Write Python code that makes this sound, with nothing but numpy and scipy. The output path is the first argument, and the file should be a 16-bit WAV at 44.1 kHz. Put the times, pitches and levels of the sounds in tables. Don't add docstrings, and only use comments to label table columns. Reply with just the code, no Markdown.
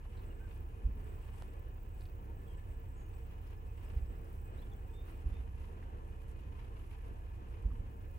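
import sys
import numpy as np
from scipy import signal
from scipy.fft import rfft, irfft
from scipy.io import wavfile

SR = 44100
rng = np.random.default_rng(int(sys.argv[2]) if len(sys.argv) > 2 else 0)


def generate_wav(sig):
    pcm = np.round(np.clip(np.atleast_2d(sig).T, -1, 1) * 32767).astype(np.int16)
    wavfile.write(sys.argv[1], SR, pcm)


N = 360738
TIME = np.arange(N) / SR
FREQS = np.maximum(np.arange(N // 2 + 1) * SR / N, 1)
LAG_S = .00043
SHIMMER_DB, SHIMMER_HZ = 2.0, 45

# f/Hz, left minus right/dB
LOW_BALANCE = [(32, -0.8), (60, -2.4), (105, -3), (170, -2)]
# t/s, level/dB, half width/s, loss at the first bounce/dB, scuff level/dB
THUMPS = [(0.8617, -24, 0.0062, 13, -56.5), (3.9722, -26, 0.0052, 8, -66), (5.268, -28, 0.0056, 2.5, -55),
          (7.663, -24.5, 0.0057, 7.5, -55.5)]


def rumble(level_db=-49.5, gust_db=-0.1, shudder_db=-21, settle_s=0.21):
    # f/Hz, relative level/dB
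    shape = [(22, -36), (28, -8), (38, -14.5), (48, -0.5), (60, -8.5), (76, -7.5), (90, -6), (108, -14.5),
             (140, -19.5), (200, -24), (320, -43.5)]
    steady = from_db(level_db + gust_db * drift(1.7))
    shudder = after_thumps([db + shudder_db for _, db, *_ in THUMPS], settle_s)
    tone = spectrum(shape) * pan(curve(LOW_BALANCE))
    return np.hypot(steady, shudder) * stereo_noise(tone, likeness=0.91, lag_s=-0.00063)


def engine(wander_hz=0.378, waver_db=-0.5, lag_s=-0.00058):
    # f/Hz, level/dB
    tones = [(32.4, -49), (64.8, -51), (76, -63), (82, -58), (98, -58), (112, -69.5), (120, -69.5)]
    out = np.zeros((2, N))
    for hz, level_db in tones:
        cycles = np.cumsum(hz + wander_hz * drift(2.0)) / SR + rng.random()
        cycles = cycles - hz * np.array([[0], [lag_s]])
        sides = pan(np.interp(hz, *np.transpose(LOW_BALANCE)))
        level = np.sqrt(2) * from_db(level_db + waver_db * drift(9.2))
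        out += level * np.sin(2 * np.pi * cycles) * sides
    return out


def far_wash(wash_db=-61.0, swell_db=1.76, whine_gain_db=2.0):
    # f/Hz, relative level/dB
    shape = [(110, -15), (200, 0), (380, 2.5), (490, 1), (540, -3.5), (680, -5.5), (980, -13), (1130, -8.5),
             (1750, -15), (2100, -19), (2850, -21), (3500, -28), (4600, -39), (7500, -54)]
    # f/Hz, left minus right/dB
    balance = [(200, 0.5), (380, -4), (560, 0.5), (900, 5), (1300, -1), (2600, 0), (4500, -9)]
    # f/Hz, likeness (0 to 1)
    alike = [(150, 1), (310, 0.85), (450, 0.94), (680, 0.68), (950, 0.78), (1200, 0.77), (1700, 0.84),
             (2300, 0.58), (3400, 0.7), (6000, 0.2)]
    sides, likeness = pan(curve(balance)), curve(alike)
    level = from_db(wash_db + swell_db * drift(3.9))
    wash = level * stereo_noise(spectrum(shape) * sides, likeness, LAG_S)
    return wash + from_db(whine_gain_db) * whines(sides, likeness)


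def whines(sides, likeness, fade_db=2.5, wander_share=.005):
    # f/Hz, half width/Hz, relative level/dB
    resonances = [(162.4, 8.3, -78), (222.5, 2, -78), (287, 10, -80), (339.8, 5.4, -76), (456, 4.5, -72),
                  (492.7, 6, -82.5), (558.5, 6.3, -82.5), (751.6, 19, -79.5), (794.4, 15, -79),
                  (921, 29, -76.5), (1021, 20, -77), (1671, 16, -87.5), (1727, 20, -84.5),
                  (2485, 26, -85.5), (2592, 20, -91), (2955, 24, -89)]
    ringing = np.zeros((2, N))
    for hz, width, db in resonances:
        peak = 1 / (1 + ((FREQS - hz) / width) ** 2)
        ringing += from_db(db + fade_db * drift(8.7)) * stereo_noise(sides * peak, likeness, LAG_S)
    clock = np.cumsum(1 + wander_share * drift(1.5))
    return np.array([np.interp(clock % N, np.arange(N), side) for side in ringing])


def thumps(bounce_s=0.058, settle_s=0.14, settle_db=-3):
    out = np.zeros(N)
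    for start, db, width, loss_db, _ in THUMPS:
        for delay, gain_db in (0, 0), (bounce_s, -loss_db), (settle_s, settle_db - loss_db):
            push = np.exp(-((TIME - start - delay) / width) ** 2 / 2)
            swing = np.diff(push, n=3, prepend=np.zeros(3))
            out -= from_db(db + gain_db) * swing / abs(swing).max()
    return out * pan(-3.0)


def scuffs(fade_s=0.17, hz=220, width_hz=110):
    level = after_thumps([scuff_db for *_, scuff_db in THUMPS], fade_s)
    return level * stereo_noise(hump(hz, width_hz), likeness=0.86) * pan(-1.7)


def bird_calls():
    # t/s, length/s, start f/Hz, middle f/Hz, end f/Hz, scoop/Hz, level/dB, echo share (0 to 1)
    notes = [(0.299, 0.02, 2930, 2800, 2700, 0, -65.5, 0.5), (.392, 0.08, 1450, 1580, 1410, 0, -63, 0.95),
             (2.46, 0.09, 3380, 3220, 3220, 0, -71.5, 0.85), (2.958, 0.15, 6500, 6550, 6560, 0, -73.5, 0.4),
             (2.964, 0.06, 6950, 6860, 6900, 0, -75, 0.5), (4.572, 0.038, 3480, 3880, 4150, 0, -68.5, 0.5),
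             (4.617, 0.022, 3300, 3470, 3680, 0, -65.5, 0.3),
             (4.713, 0.019, 3680, 3440, 3250, 0, -64.5, 0.4),
             (4.931, 0.13, 3660, 3610, 3700, 200, -66, 0.25),
             (5.319, 0.093, 3590, 3590, 3660, 200, -69, 0.4)]
    return whistles(notes)


def bird_trill(start_s=3.467, step_s=.0973, chip_s=0.017, chip_db=-77, echo_share=0.7):
    # start f/Hz, middle f/Hz, end f/Hz
    chip_hz = (5430, 5130, 4850)
    notes = []
    for k, (late, sharp, loud) in enumerate(rng.standard_normal((9, 3))):
        start = start_s + k * step_s + .003 * late
        pitches = np.multiply(chip_hz, 1 + .015 * sharp)
        notes.append((start, chip_s, *pitches, 0, chip_db + 2.5 * loud, echo_share))
    return whistles(notes, -LAG_S)


def whistles(notes, lag_s=0, tremble_share=0.0072, scoop_s=0.01, fade_db=7, echo_s=0.12):
    direct, scattered, tremble = np.zeros(N), np.zeros(N), drift(290)
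    for start, length, start_hz, middle_hz, end_hz, scoop_hz, db, echo_share in notes:
        progress = np.linspace(0, 1, round(length * SR))
        at = round(start * SR)
        span = slice(at, at + len(progress))
        glide = np.polyval(np.polyfit([0, .5, 1], [start_hz, middle_hz, end_hz], 2), progress)
        scoop = scoop_hz * np.exp(-progress * length / scoop_s)
        pitch = (glide - scoop) * (1 + tremble_share * tremble[span])
        level = from_db(db - fade_db * progress) * np.sqrt(abs(np.sin(np.pi * progress)))
        note = level * np.sin(2 * np.pi * np.cumsum(pitch) / SR)
        direct[span] += np.sqrt(1 - echo_share) * note
        scattered[span] += np.sqrt(echo_share) * note
    trees = rms_one(rng.standard_normal((2, SR)) * from_db(-60 * TIME[:SR] / echo_s)) / np.sqrt(SR)
    echo = signal.fftconvolve(scattered[None], trees, axes=1)[:, :N]
    return (np.array([direct, np.roll(direct, round(lag_s * SR))]) + echo) * pan(-4.0)


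def ticks(crack_db=17):
    # t/s, level/dB, lowest f/Hz, highest f/Hz, time to fade by 60 dB/s
    snaps = [(.052, -57, 520, 960, 0.11), (.171, -65, 3530, 4200, .05), (.192, -68, 3550, 4400, 0.14),
             (1.423, -42, 200, 7500, 0.0008), (1.423, -41.5, 150, 1090, 0.0025),
             (2.008, -60, 3660, 4650, 0.02), (2.018, -61, 3700, 4680, 0.025),
             (2.029, -60, 9500, 12000, 0.006), (2.055, -54.5, 1900, 4360, 0.049),
             (2.088, -69, 4100, 4750, 0.015), (4.735, -62, 5500, 7460, 0.028),
             (5.29, -59, 9000, 13000, 0.008), (5.826, -54.5, 1350, 2270, 0.072),
             (6.794, -64, 10300, 12200, 0.012), (7.705, -58.5, 1030, 1230, 0.05)]
    out, age = np.zeros(N), TIME[:SR // 10]
    for start, db, low_hz, high_hz, fade_s in snaps:
        burst = rng.standard_normal(len(age)) * from_db(-60 * age / fade_s)
        crack = from_db(crack_db) * (age == 0)
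        snap = band(burst + crack, low_hz, high_hz)
        at = round(start * SR)
        out[at:at + len(age)] += from_db(db) * snap / abs(snap).max()
    return out * pan(-2.0)


def grass(calm_crisp_db=-84.5, calm_dull_db=-73.5, restless_db=1.5, grain_db=2.5):
    # loudest moment t/s, length/s, crisp level/dB, dull level/dB
    stirs = [(0.12, 0.15, -84, -69.5), (0.232, 0.07, -82, -72), (0.532, 0.16, -84, -71.5),
             (0.782, 0.08, -86, -76), (1.04, 0.14, -81, -74), (1.235, 0.11, -81, -69.5),
             (1.398, 0.11, -75, -66), (2.01, 0.095, -78, -75), (2.497, 0.07, -84, -72),
             (2.7, 0.09, -82, -74), (3.306, 0.31, -92, -72.5), (3.484, 0.09, -81, -70.5),
             (3.893, 0.2, -78.5, -67), (4.32, 0.2, -80.5, -80), (4.66, 0.17, -83, -72),
             (5.09, 0.043, -73, -69), (5.287, 0.41, -85, -69.5), (5.64, 0.089, -76.5, -65.5),
             (5.835, 0.13, -89, -70), (6.298, 0.04, -78, -73), (6.42, 0.13, -91, -70.5),
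             (6.598, 0.14, -89, -68.5), (6.816, 0.17, -80.5, -68.5), (6.967, 0.1, -93, -73.5),
             (7.3, 0.22, -90, -72), (7.583, 0.19, -94, -68), (8.16, 0.07, -81, -71)]
    # f/Hz, relative level/dB
    rustle = [(1500, -11), (3500, -6), (5500, -5.5), (7000, -4.5), (11000, 2.5), (15000, -8.5)]
    # f/Hz, relative level/dB
    swish = [(900, 14), (1500, 2.5), (2800, 4.5), (3700, -7), (5000, -11.5), (7000, -16)]
    unrest_db = restless_db * drift(14.0)
    crisp_level, dull_level = from_db(calm_crisp_db + unrest_db), from_db(calm_dull_db + unrest_db)
    for middle, length, crisp_db, dull_db in stirs:
        swell = np.exp(-2 * ((TIME - middle) / length) ** 2)
        crisp_level = np.hypot(crisp_level, from_db(crisp_db) * swell)
        dull_level = np.hypot(dull_level, from_db(dull_db) * swell)
    crisp = from_db(grain_db * drift(75)) * stereo_noise(spectrum(rustle), likeness=0.53)
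    dull = from_db(grain_db * drift(43)) * stereo_noise(spectrum(swish), likeness=0.08, lag_s=LAG_S)
    return (crisp_level * crisp + dull_level * dull) * pan(-0.5)


def far_tone(start_s=.92, length_s=.33, low_hz=429, high_hz=456, peak_db=-60.5):
    progress = np.clip((TIME - start_s) / length_s, 0, 1)
    pitch = low_hz + (high_hz - low_hz) * progress ** 2
    cycles = np.cumsum(pitch) / SR - low_hz * np.array([[0], [LAG_S]])
    level = from_db(peak_db) * np.sqrt(abs(np.sin(np.pi * progress)))
    return level * np.sin(2 * np.pi * cycles)


def katydid(hz=15300, strokes_per_s=34.2, stroke_s=0.00073, scrape=.22, uneven_db=1.6, waver_db=1.3):
    # start t/s, end t/s, level/dB
    spans = [(.12, 0.7, -80), (.86, 1.5, -80), (1.5, 2.94, -79.5), (3.0, 5.2, -80), (7.9, 11, -81)]
    stroke_count = np.cumsum(strokes_per_s + 0.26 * drift(0.99)) / SR
    strength = from_db(uneven_db * rng.standard_normal(N))[stroke_count.astype(int)]
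    from_middle_s = (stroke_count % 1 - .5) / strokes_per_s
    strokes = rms_one(scrape + strength * np.exp(-(from_middle_s / stroke_s) ** 2 / 2))
    level = span_level(spans, base_db=-91, fade_s=0.088) * from_db(waver_db * drift(8))
    return level * strokes * stereo_noise(hump(hz, 820), likeness=0.83)


def crickets_centre(hz=8000, width_hz=520, throb_db=2.8, throb_hz=12):
    # start t/s, end t/s, level/dB
    spans = [(.1, .62, -86), (.99, 1.57, -83.5), (1.79, 2.08, -85), (2.33, 3.28, -87.5),
             (3.66, 5.25, -88.5)]
    flutter = from_db(SHIMMER_DB * drift(SHIMMER_HZ) + throb_db * drift(throb_hz))
    level = span_level(spans, base_db=-96, fade_s=.08) * flutter
    return level * stereo_noise(hump(hz, width_hz), likeness=0.93)


def crickets_left(level_db=-90.5, hz=8100, width_hz=650):
    level = from_db(level_db + SHIMMER_DB * drift(SHIMMER_HZ))
    return level * stereo_noise(hump(hz, width_hz), likeness=1.0, lag_s=LAG_S)


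def hiss(hiss_db=-83, whistle_db=-95, whistle_hz=11305):
    # f/Hz, relative level/dB
    shape = [(4000, -16), (5500, -4), (7000, -1), (9100, -18.5), (13000, -0.5), (15000, -11), (17000, -2)]
    noise = from_db(hiss_db) * stereo_noise(spectrum(shape), likeness=0.15)
    return noise + from_db(whistle_db) * stereo_noise(hump(whistle_hz, 60), likeness=1.0)


def span_level(spans, base_db, fade_s):
    held = sum(from_db(db) * np.clip(.5 + np.minimum(TIME - start, end - TIME) / fade_s, 0, 1)
               for start, end, db in spans)
    return np.hypot(from_db(base_db), held)


def after_thumps(levels_db, fade_s):
    return sum(from_db(db) * np.exp(-np.maximum(TIME - start, 5 * (start - TIME)) / fade_s)
               for (start, *_), db in zip(THUMPS, levels_db))


def stereo_noise(gain, likeness, lag_s=0):
    mid, side = rfft(rng.standard_normal((2, N)))
    mid, side = mid * np.sqrt(1 + likeness), side * np.sqrt(1 - likeness)
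    right_delay = np.exp(-2j * np.pi * FREQS * lag_s)
    return rms_one(irfft(gain * np.array([mid + side, (mid - side) * right_delay]), N))


def drift(rate_hz):
    return rms_one(irfft(rfft(rng.standard_normal(N)) / (1 + (FREQS / rate_hz) ** 2), N))


def curve(points):
    hz, value = np.transpose(points)
    return np.interp(np.log(FREQS), np.log(hz), value)


def spectrum(points):
    low_cut = np.hypot(1, (points[0][0] / FREQS) ** 4)
    high_cut = np.hypot(1, (FREQS / points[-1][0]) ** 4)
    return from_db(curve(points)) / low_cut / high_cut


def hump(hz, width_hz):
    return np.exp(-((FREQS - hz) / width_hz) ** 2)


def band(x, low_hz, high_hz):
    return signal.sosfilt(signal.butter(2, [low_hz, high_hz], "band", fs=SR, output="sos"), x + 1e-18)


def pan(left_db):
    return from_db(np.array([[.5], [-.5]]) * left_db)


def from_db(db):
    return 10 ** (np.asarray(db) / 20)


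def rms_one(x):
    return x / np.sqrt(np.mean(x ** 2) + 1e-20)


def scene():
    far = rumble() + engine() + far_wash() + far_tone()
    animals = bird_calls() + bird_trill() + crickets_centre() + crickets_left() + katydid()
    return far + animals + thumps() + scuffs() + ticks() + grass() + hiss()


def record(dry, cutoff_hz=15800):
    return signal.sosfilt(signal.ellip(12, .1, 80, cutoff_hz, fs=SR, output="sos"), dry)


dry = scene()
out = record(dry)
generate_wav(out)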